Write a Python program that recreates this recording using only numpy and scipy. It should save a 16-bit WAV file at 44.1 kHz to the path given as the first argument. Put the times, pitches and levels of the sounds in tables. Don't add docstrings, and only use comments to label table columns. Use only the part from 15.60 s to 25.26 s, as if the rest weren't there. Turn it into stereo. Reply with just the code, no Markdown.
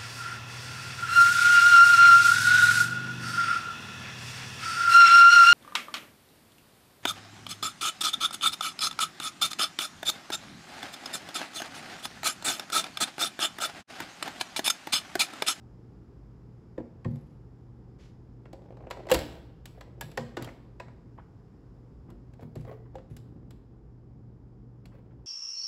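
import sys
import numpy as np
from scipy import signal
from scipy.fft import rfft, irfft, next_fast_len
from scipy.io import wavfile

SR = 44100
rng = np.random.default_rng(int(sys.argv[2]) if len(sys.argv) > 2 else 0)


def store_wav(level_fs):
    pcm = np.round(np.clip(np.atleast_2d(level_fs), -1, 1) * 32767)
    wavfile.write(sys.argv[1], SR, pcm.T.astype(np.int16))


N = 426006

# (frequency [Hz], relative level [dB])
AIR_COLOUR = [(20, -37), (35, -8), (55, 0), (90, -7.5), (140, -5.5), (300, -12.5), (440, -16.5),
              (620, -27.5), (780, -25.5), (1300, -34.5), (2500, -48.5), (4200, -54), (5100, -48),
              (6000, -56.5), (16000, -70.5)]
# (time [s], gain [dB])
HISS_BOOST = [(0, 6), (3, 3.5), (6, 5), (8.2, 0), (9.6, 0)]
# (frequency [Hz], level [dB])
HUM_NOTES = [(120, -54), (52, -63)]
# (frequency [Hz], ring time [s])
ECHO_TIMES = [(100, 1), (500, 0.8), (1400, 0.71), (3700, 0.67), (8000, 0.51), (15000, 0.6)]
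# (frequency [Hz], likeness [0-1])
AIR_LIKENESS = [(30, 1), (400, 0.82), (700, 0), (2000, 0.14), (6000, 0), (7000, 1), (16000, 1)]
ECHO_LIKENESS = [(100, 0.99), (550, 0.72), (1000, 0.15), (3000, 0.15), (5500, 0.38), (7000, 1), (16000, 1)]

# (time [s], length [s], level [dB])
GRIPS = [(6.45, 0.14, -53), (7.55, 0.39, -56), (9.2, 0.13, -60.5)]
CREAKS = [(2.85, 0.39, -59), (3.18, 0.3, -52), (4.12, 0.45, -63.5), (4.79, 0.084, -52.5),
          (7.33, 0.078, -54.5), (9.25, 0.46, -69)]
SLIDES = [(2.385, 0.13, -67), (4.81, 0.058, -58.5), (6.79, 0.073, -78), (6.96, 0.15, -83.5)]
SCRAPES = [(1.47, 0.31, -78.5), (6.805, 0.03, -70), (6.955, 0.14, -73), (7.5, 0.044, -71.5)]
GROANS = [(4.15, 0.045, -57.5), (6.812, 0.025, -49.5), (7.04, 0.11, -49), (9.33, 0.073, -61)]
SCUFFS = [(4.808, 0.049, -51), (4.884, 0.014, -48), (5.578, 0.035, -54.5), (6.482, 0.038, -62.5),
          (7.255, 0.017, -62.5), (9.319, 0.019, -62), (9.345, 0.041, -74), (9.508, 0.018, -65.5)]
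# (frequency [Hz], relative level [dB])
GRIP_COLOUR = [(40, -27), (110, -2), (250, 2), (400, -10), (700, -21), (2000, -41), (16000, -100)]
CREAK_COLOUR = [(150, -22.5), (350, 7.5), (560, 4), (950, -7), (1400, -20.5), (2500, -23), (5000, -36),
                (16000, -54)]
SLIDE_COLOUR = [(500, 3), (2000, 4), (4500, 0.5), (7500, -7), (11000, -17), (16000, -29)]
SCRAPE_COLOUR = [(500, -3), (2000, 5.5), (5000, -6), (7800, -7), (11300, -4.5), (13000, -13.5),
                 (16000, -18)]
GROAN_COLOUR = [(300, -5), (450, 18.5), (650, 1.5), (850, -0.5), (1100, -2.5), (1400, -7.5), (1650, -9),
                (2000, -7.5), (2800, -19), (3600, -23), (6000, -37), (16000, -27)]
SCUFF_COLOUR = [(200, 3), (600, 1), (1000, 0), (1400, -3), (2000, -7), (3100, -19.5), (6000, -57),
                (16000, -46)]

# (frequency before tuning [Hz], relative level [dB], ring time [s])
SWAY_MODES = [(151, 5.5, 0.46), (215.5, -9.5, 0.75)]
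DESK_MODES = [(59.6, -12.5, 0.43), (72, -5.5, 0.34), (122.2, 2, 0.19), (155.5, -4.5, 0.25),
              (210.3, -6, 0.19), (247.3, -3.5, 0.26), (302, -8, 0.17), (361.8, -2.5, .16), (447, -10, 0.12),
              (498, -3.5, 0.12)]
CASE_MODES = [(365, -3, 0.12), (470, -2.5, 0.042), (536, -4, 0.39), (677, -16, 0.083), (703, -7, 0.078),
              (773, -8, 0.082), (900, -8, 0.097), (975, -1.5, 0.21), (1010, -4.5, 0.2),
              (1280, -16.5, 0.056), (1450, -3.5, 0.092), (1640, -5, 0.033), (1800, -5.5, 0.077),
              (1954, -4.5, 0.04), (2404, -9, 0.06), (2784, -6.5, 0.04), (3300, -6, 0.085),
              (3535, -3.5, 0.053), (4190, -9, 0.082), (4340, -12, 0.1), (7540, -5.5, 0.076)]
COVER_MODES = [(343, -8.5, 0.14), (515.6, 1, 0.16), (701, -11, 0.19), (955, -20.5, 0.12)]
# (frequency [Hz], relative level [dB])
CASE_COLOUR = [(250, 1), (550, 0), (1000, 4), (1300, -1), (1650, 0), (2100, 0.5), (2700, 3.5), (4800, -1),
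               (6200, -0.5), (7800, 11.5), (10500, -0.5), (12000, 2.5), (14200, -4), (15300, -2.5)]
# (bottom [Hz], top [Hz], gain [dB], ring time of crowded modes [s],
# likeness [0-1], gain into the room [dB])
CASE_BANDS = [(296.3, 740, -1.5, 0.055, 0.3, -5), (730, 2060, -2.5, 0.063, 0.93, -3),
              (1880, 5230, 0, 0.05, 0.93, -2.5), (5070, 7800, -5.5, 0.016, 0.8, -13.5),
              (9000, 16000, -0.5, 0.029, 1, -10.5)]

# (time [s], level [dB], strongest push at [Hz])
THUMPS = [(1.183, -43, 290), (1.455, -34, 229), (1.463, -32, 128), (3.519, -30, 308), (3.546, -33, 55),
          (3.55, -36.5, 179.8), (4.44, -43.5, 134), (4.584, -38.5, 380), (4.59, -44.5, 142),
          (4.775, -39, 370), (4.823, -40, 127), (6.829, -41.5, 149), (6.968, -39, 152), (7.044, -47, 127),
          (7.512, -41, 129)]
# (time [s], level [dB], frequency before
# tuning [Hz], ring time [s])
PINGS = [(1.178, -57, 1830, .05), (1.18, -51, 990, .06), (1.181, -34, 508, 0.056), (1.182, -33, 310, 0.055),
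         (1.202, -35, 320, 0.035), (1.179, -79, 3330, .05), (1.449, -47, 1068, .05),
         (1.448, -51.5, 1852, 0.06), (1.448, -61, 2430, 0.034), (1.448, -63, 3280, 0.022),
         (3.308, -40.5, 977, 0.06), (3.503, -34, 890, 0.049), (3.515, -31, 2840, 0.0071),
         (3.514, -30, 937, 0.016), (4.412, -44, 1683, 0.085), (4.411, -40.5, 920, 0.039),
         (4.412, -57, 3150, 0.1), (4.577, -34.5, 1870, 0.023), (4.575, -39.5, 810, 0.063),
         (4.577, -44, 995, .06), (4.577, -34, 530, 0.076), (4.769, -39.5, 810, .06),
         (4.769, -45.5, 1240, 0.033), (4.772, -43, 1480, 0.055), (4.773, -34.5, 355, 0.08),
         (4.846, -52, 3200, 0.037), (4.888, -50, 2070, 0.023), (5.2, -50.5, 2560, 0.023),
         (5.201, -48, 1003, 0.083), (5.586, -48.5, 971, .03), (6.794, -54, 678, 0.025),
         (4.176, -55.5, 720, .06), (6.96, -40, 378, 0.052), (7.113, -46, 670, .05),
         (7.354, -42.5, 809, 0.029), (7.355, -42, 535, 0.23), (9.256, -66, 4290, 0.0056),
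         (9.255, -62.5, 2300, 0.0075)]
# (time [s], base level [dB], treble slope [dB per octave])
CLICKS = [(1.446, -48, -7.5), (2.855, -52, -11), (3.309, -35.5, -5), (3.487, -42, -6.5), (3.497, -36, -5),
          (3.503, -40, -1.5), (3.5146, -26.5, -1), (3.521, -30, -2.5), (3.538, -43.5, 2.5),
          (3.544, -30.5, -0.8), (3.55, -37.5, -2.5), (3.589, -42, -1.5), (4.056, -50, 0),
          (4.209, -46.5, -5), (4.41, -44.5, 1.2), (4.419, -44, -8), (4.515, -56.5, -1.5),
          (4.574, -33.5, -4), (4.769, -35, -6), (4.823, -48.5, 0), (4.845, -52, -0.5),
          (4.873, -43.5, -14.5), (4.89, -53, -6), (5.199, -40.5, -7.5), (5.282, -53.5, -11),
          (6.502, -68, 0), (6.736, -64, -3), (7.566, -58, 0.5), (7.907, -58.5, -1.4), (9.256, -60.5, -1)]
KNOCKS = [(1.179, -50, -9), (1.185, -56, -18), (1.201, -56.5, -15), (1.456, -52.5, -11), (1.557, -65, -1.5),
          (2.93, -54, -3), (3.045, -78, -4), (3.107, -68, -10.5), (3.169, -59, -7.5), (3.206, -58.5, -18),
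          (3.236, -61.5, -23), (3.268, -51.5, -13), (3.302, -57, -1.5), (3.335, -59, -13), (3.37, -51, -10),
          (3.468, -50.5, -5.5), (6.794, -60, -14.5), (6.818, -67, -11), (6.829, -66.5, -6),
          (6.955, -57.5, -1.5), (6.961, -54, -11.5), (7.01, -67, -1.5), (7.049, -58, -6.5),
          (7.084, -73, -7), (7.113, -56, -7.5), (7.121, -63, -16), (7.138, -65, -8.5), (7.354, -55, -4.5)]
# (time [s], level [dB], wait until the catch [s])
CLUNKS = [(3.5148, -17.5, 0.034), (3.5434, -22, .012)]

# (frequency [Hz], lead of the left [radians])
MIC_PHASE = [(0, 0), (300, -.1), (700, .5), (3200, 1), (4500, .1), (7000, 0), (9000, -3.14), (10900, -6.28),
             (11500, -6.28), (13200, -9.42), (15000, -12.57)]
# (frequency [Hz], left minus right [dB])
MIC_BALANCE = [(50, -0.5), (250, -1.2), (500, -0.5), (1000, 0.2), (2000, 1.3), (5000, 3), (8000, 0)]


def gain_of(db):
    return 10 ** (np.asarray(db) / 20)


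def evened(x):
    return x / np.sqrt(np.mean(x ** 2) + 1e-20)


def curve_at(points, hz):
    f, value = np.transpose(points)
    return np.interp(np.log(hz + 1), np.log(f + 1), value)


def add(mix, s, sound):
    part = mix[:, round(s * SR):][:, :sound.shape[-1]]
    part += sound[..., :part.shape[1]]


def coloured(x, colour):
    count = next_fast_len(x.shape[-1] + SR // 20)
    gains = gain_of(curve_at(colour, np.fft.rfftfreq(count, 1 / SR)))
    return irfft(rfft(x, count) * gains, count)[..., :x.shape[-1]]


def paired(two, likeness):
    likeness = np.clip(likeness, 0, 1)
    shared, apart = np.sqrt((1 + likeness) / 2) * two[0], np.sqrt((1 - likeness) / 2) * two[1]
    return np.array([shared + apart, shared - apart])


def ring(modes, t, tuning, spread_db, detune):
    hz, db, ring_s = np.transpose(modes)[:, :, None]
    weight, shift = rng.standard_normal((2, len(hz), 1))
    envelope = gain_of(db + spread_db * weight - 60 * t / ring_s)
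    return (envelope * np.sin(2 * np.pi * hz * tuning * (1 + detune * shift) * t)).sum(0)


def background(air_db=-51.5, hiss_hz=1200, waver=0.27, waver_hz=6):
    hz, t = np.fft.rfftfreq(N, 1 / SR), np.arange(N) / SR
    noise = irfft(paired(rfft(rng.standard_normal((2, N))), curve_at(AIR_LIKENESS, hz)), N)
    air = gain_of(air_db) * evened(coloured(noise, AIR_COLOUR))
    hiss = irfft(rfft(air) * hz ** 2 / (hz ** 2 + hiss_hz ** 2), N)
    out = air - hiss + hiss * gain_of(np.interp(t, *np.transpose(HISS_BOOST)))
    for hum_hz, db in HUM_NOTES:
        drift = evened(irfft(rfft(rng.standard_normal(N)) * (hz < waver_hz), N))
        out += gain_of(db) * evened((1 + waver * drift) * np.sin(2 * np.pi * hum_hz * t))
    return out


def echo_pattern(delay_s=0.0013, early_db=3, early_s=0.024):
    t = np.arange(SR) / SR
    echoes = rng.standard_normal((2, SR)) * (rng.random((2, SR)) < .15)
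    echoes *= np.clip(t / delay_s - 1, 0, 1) * (1 + gain_of(early_db) * np.exp(-t / early_s))
    hz, when, bands = signal.stft(echoes, SR, nperseg=256)
    bands = paired(bands, curve_at(ECHO_LIKENESS, hz)[:, None])
    fade = gain_of(-60 * when / curve_at(ECHO_TIMES, hz)[:, None])
    tail = signal.istft(bands * fade, SR, nperseg=256)[1]
    return tail / np.linalg.norm(tail[0])


def room_echoes(x, patterns=4, changes_per_s=5.3):
    turn = np.arange(N) / SR * changes_per_s
    out = np.zeros((2, N))
    for k in range(patterns):
        apart = abs((turn - k) % patterns - patterns / 2)
        share = np.sqrt(np.maximum(1 - apart, 0))
        out += signal.oaconvolve(x * share, echo_pattern(), axes=1)[:, :N]
    return out


def rubbing(strokes, colour, slips_per_s, smooth, peak_at, slip_s=.004):
    out = np.zeros((2, N))
    slips = rng.exponential(1, N) * (rng.random(N) < slips_per_s / SR)
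    fading_slips = signal.lfilter([1], [1, -np.exp(-1 / (slip_s * SR))], slips)
    rasps = evened(fading_slips * rng.standard_normal(N))
    rub = rasps + smooth * paired(rng.standard_normal((2, N)), likeness=0.78)
    for s, length, db in strokes:
        stroke = coloured(rub[:, round(s * SR):round((s + length) * SR)], colour)
        swell = np.interp(np.linspace(0, 1, stroke.shape[1]), [0, peak_at, 1], [0, 1, 0])
        add(out, s, gain_of(db) * evened(stroke * np.sqrt(swell)))
    return out


def printer_sway(start_s=1.485, db=-32.5, rise_s=0.0013):
    t, out = np.arange(SR // 2) / SR, np.zeros((2, N))
    sound = ring(SWAY_MODES, t, tuning=0.94, spread_db=2.0, detune=0.0042) * (1 - np.exp(-t / rise_s))
    add(out, start_s, gain_of(db) * sound / np.std(sound[:SR // 40]))
    return out


def desk_thumps(rise_s=0.00079, width_octaves=0.54):
    t, out = np.arange(SR // 2) / SR, np.zeros((2, N))
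    hz, mode_db, ring_s = np.transpose(DESK_MODES)
    for s, db, push_hz in THUMPS:
        favour_db = -10 * np.log10(1 + np.abs(np.log2(hz / push_hz) / width_octaves) ** 4)
        modes = np.column_stack([hz, mode_db + favour_db, ring_s])
        sound = ring(modes, t, tuning=0.97, spread_db=3.0, detune=0.021) * (1 - np.exp(-t / rise_s))
        add(out, s, gain_of(db) * sound / np.std(sound[:SR // 40]))
    return out


def panel_pings(rise_s=0.00088, split=0.099, partner_db=-8):
    t, out = np.arange(SR // 6) / SR, np.zeros((2, N))
    for s, db, hz, ring_s in PINGS:
        pair = [(hz * (1 - split), partner_db, ring_s / 2), (hz, 0, ring_s)]
        sound = ring(pair, t, tuning=0.99, spread_db=1.5, detune=0.0036) * (1 - np.exp(-t / rise_s))
        add(out, s, gain_of(db) * sound / np.std(sound[:SR // 100]))
    return out


def case_hit(level_db, slope_db, hollow_db, rise_s=0.0028, crack_s=.0052, pivot_hz=1080):
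    t = np.arange(SR // 4) / SR
    onset = 1 - np.exp(-(t / rise_s) ** 2)
    crack = gain_of(4) * np.exp(-(t / crack_s) ** 2)
    pulse = coloured(signal.unit_impulse(len(t), SR // 500), CASE_COLOUR)
    clear_db = -10 + 1.25 * (level_db + hollow_db + 28)
    clear = gain_of(clear_db) * ring(CASE_MODES, t, tuning=1.0, spread_db=5.5, detune=0.007)
    direct, to_room = np.zeros((2, 2, len(t)))
    for k, (low, high, band_db, ring_s, likeness, room_db) in enumerate(CASE_BANDS):
        colour_db = slope_db * np.log2(np.sqrt(low * high) / pivot_hz) if k else hollow_db
        noise = paired(rng.standard_normal((2, len(t))), likeness)
        crowded = coloured(noise * (crack + gain_of(-60 * t / ring_s)), CASE_COLOUR)
        band = signal.butter(3, [low, high], "band", fs=SR, output="sos")
        sound = signal.sosfilt(band, (crowded + clear) * onset)
        start_strength = np.sqrt(np.mean(sound[:, :SR // 125] ** 2))
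        sound *= gain_of(level_db + band_db + colour_db) / start_strength
        direct += sound
        gathered = evened(signal.sosfilt(band, pulse)) + gain_of(-7) * evened(sound)
        to_room += gain_of(room_db) * np.std(sound) * evened(gathered)
    return direct, to_room


def clicks_and_knocks(click_hollow_db=-0.5, knock_hollow_db=11, heavy_db=-31.5, lead_s=.0017):
    direct, to_room = np.zeros((2, 2, N))
    for hits, hollow_db in (CLICKS, click_hollow_db), (KNOCKS, knock_hollow_db):
        for s, level_db, slope_db in hits:
            shake_db = 0.2 * max(level_db - heavy_db, 0)
            near, far = case_hit(level_db, slope_db, hollow_db + shake_db)
            add(direct, s - lead_s, near)
            add(to_room, s - lead_s, far)
    return direct, to_room


def cover_clunks(rise_s=.0015, catch_db=-15, catch_db_per_s=-2500):
    t, out = np.arange(SR // 3) / SR, np.zeros((2, N))
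    for s, db, catch_s in CLUNKS:
        muffling = gain_of(np.clip((t - catch_s) * catch_db_per_s, catch_db, 0))
        note = ring(COVER_MODES, t, tuning=0.99, spread_db=3.5, detune=0)
        sound = note * (1 - np.exp(-t / rise_s)) * muffling
        add(out, s, gain_of(db) * sound / np.std(sound[:SR // 100]))
    return out


def scene():
    hits, hits_to_room = clicks_and_knocks()
    clunks, pings = cover_clunks(), panel_pings()
    thuds = desk_thumps() + rubbing(GRIPS, GRIP_COLOUR, slips_per_s=65, smooth=0.59, peak_at=0.31)
    rubs = rubbing(CREAKS, CREAK_COLOUR, slips_per_s=130, smooth=0.28, peak_at=0.7)
    rubs += rubbing(SLIDES, SLIDE_COLOUR, slips_per_s=210, smooth=2.4, peak_at=0.14)
    rubs += rubbing(SCRAPES, SCRAPE_COLOUR, slips_per_s=270, smooth=0.38, peak_at=0.16)
    rubs += rubbing(GROANS, GROAN_COLOUR, slips_per_s=250, smooth=0.29, peak_at=0.55)
    rubs += rubbing(SCUFFS, SCUFF_COLOUR, slips_per_s=890, smooth=0.57, peak_at=0.12)
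    direct = hits + clunks + pings + thuds + printer_sway() + rubs
    to_room = hits_to_room + gain_of(-21) * clunks + gain_of(-13) * pings
    to_room += gain_of(-4.5) * thuds + gain_of(-3.5) * rubs
    return direct + room_echoes(to_room) + background()


def record(dry, low_cut_hz=34, high_cut_hz=15800):
    hz = np.fft.rfftfreq(N, 1 / SR)
    lead = np.interp(hz, *np.transpose(MIC_PHASE))
    half_difference = np.exp(.5j * lead) * gain_of(curve_at(MIC_BALANCE, hz) / 2)
    sides = irfft(rfft(dry) * np.array([half_difference, 1 / half_difference]), N)
    low_cut = signal.butter(6, low_cut_hz, "high", fs=SR, output="sos")
    high_cut = signal.firwin(301, high_cut_hz, window=("kaiser", 9), fs=SR)
    return signal.oaconvolve(signal.sosfilt(low_cut, sides), high_cut[None], "same", axes=1)


dry = scene()
out = record(dry)
store_wav(out)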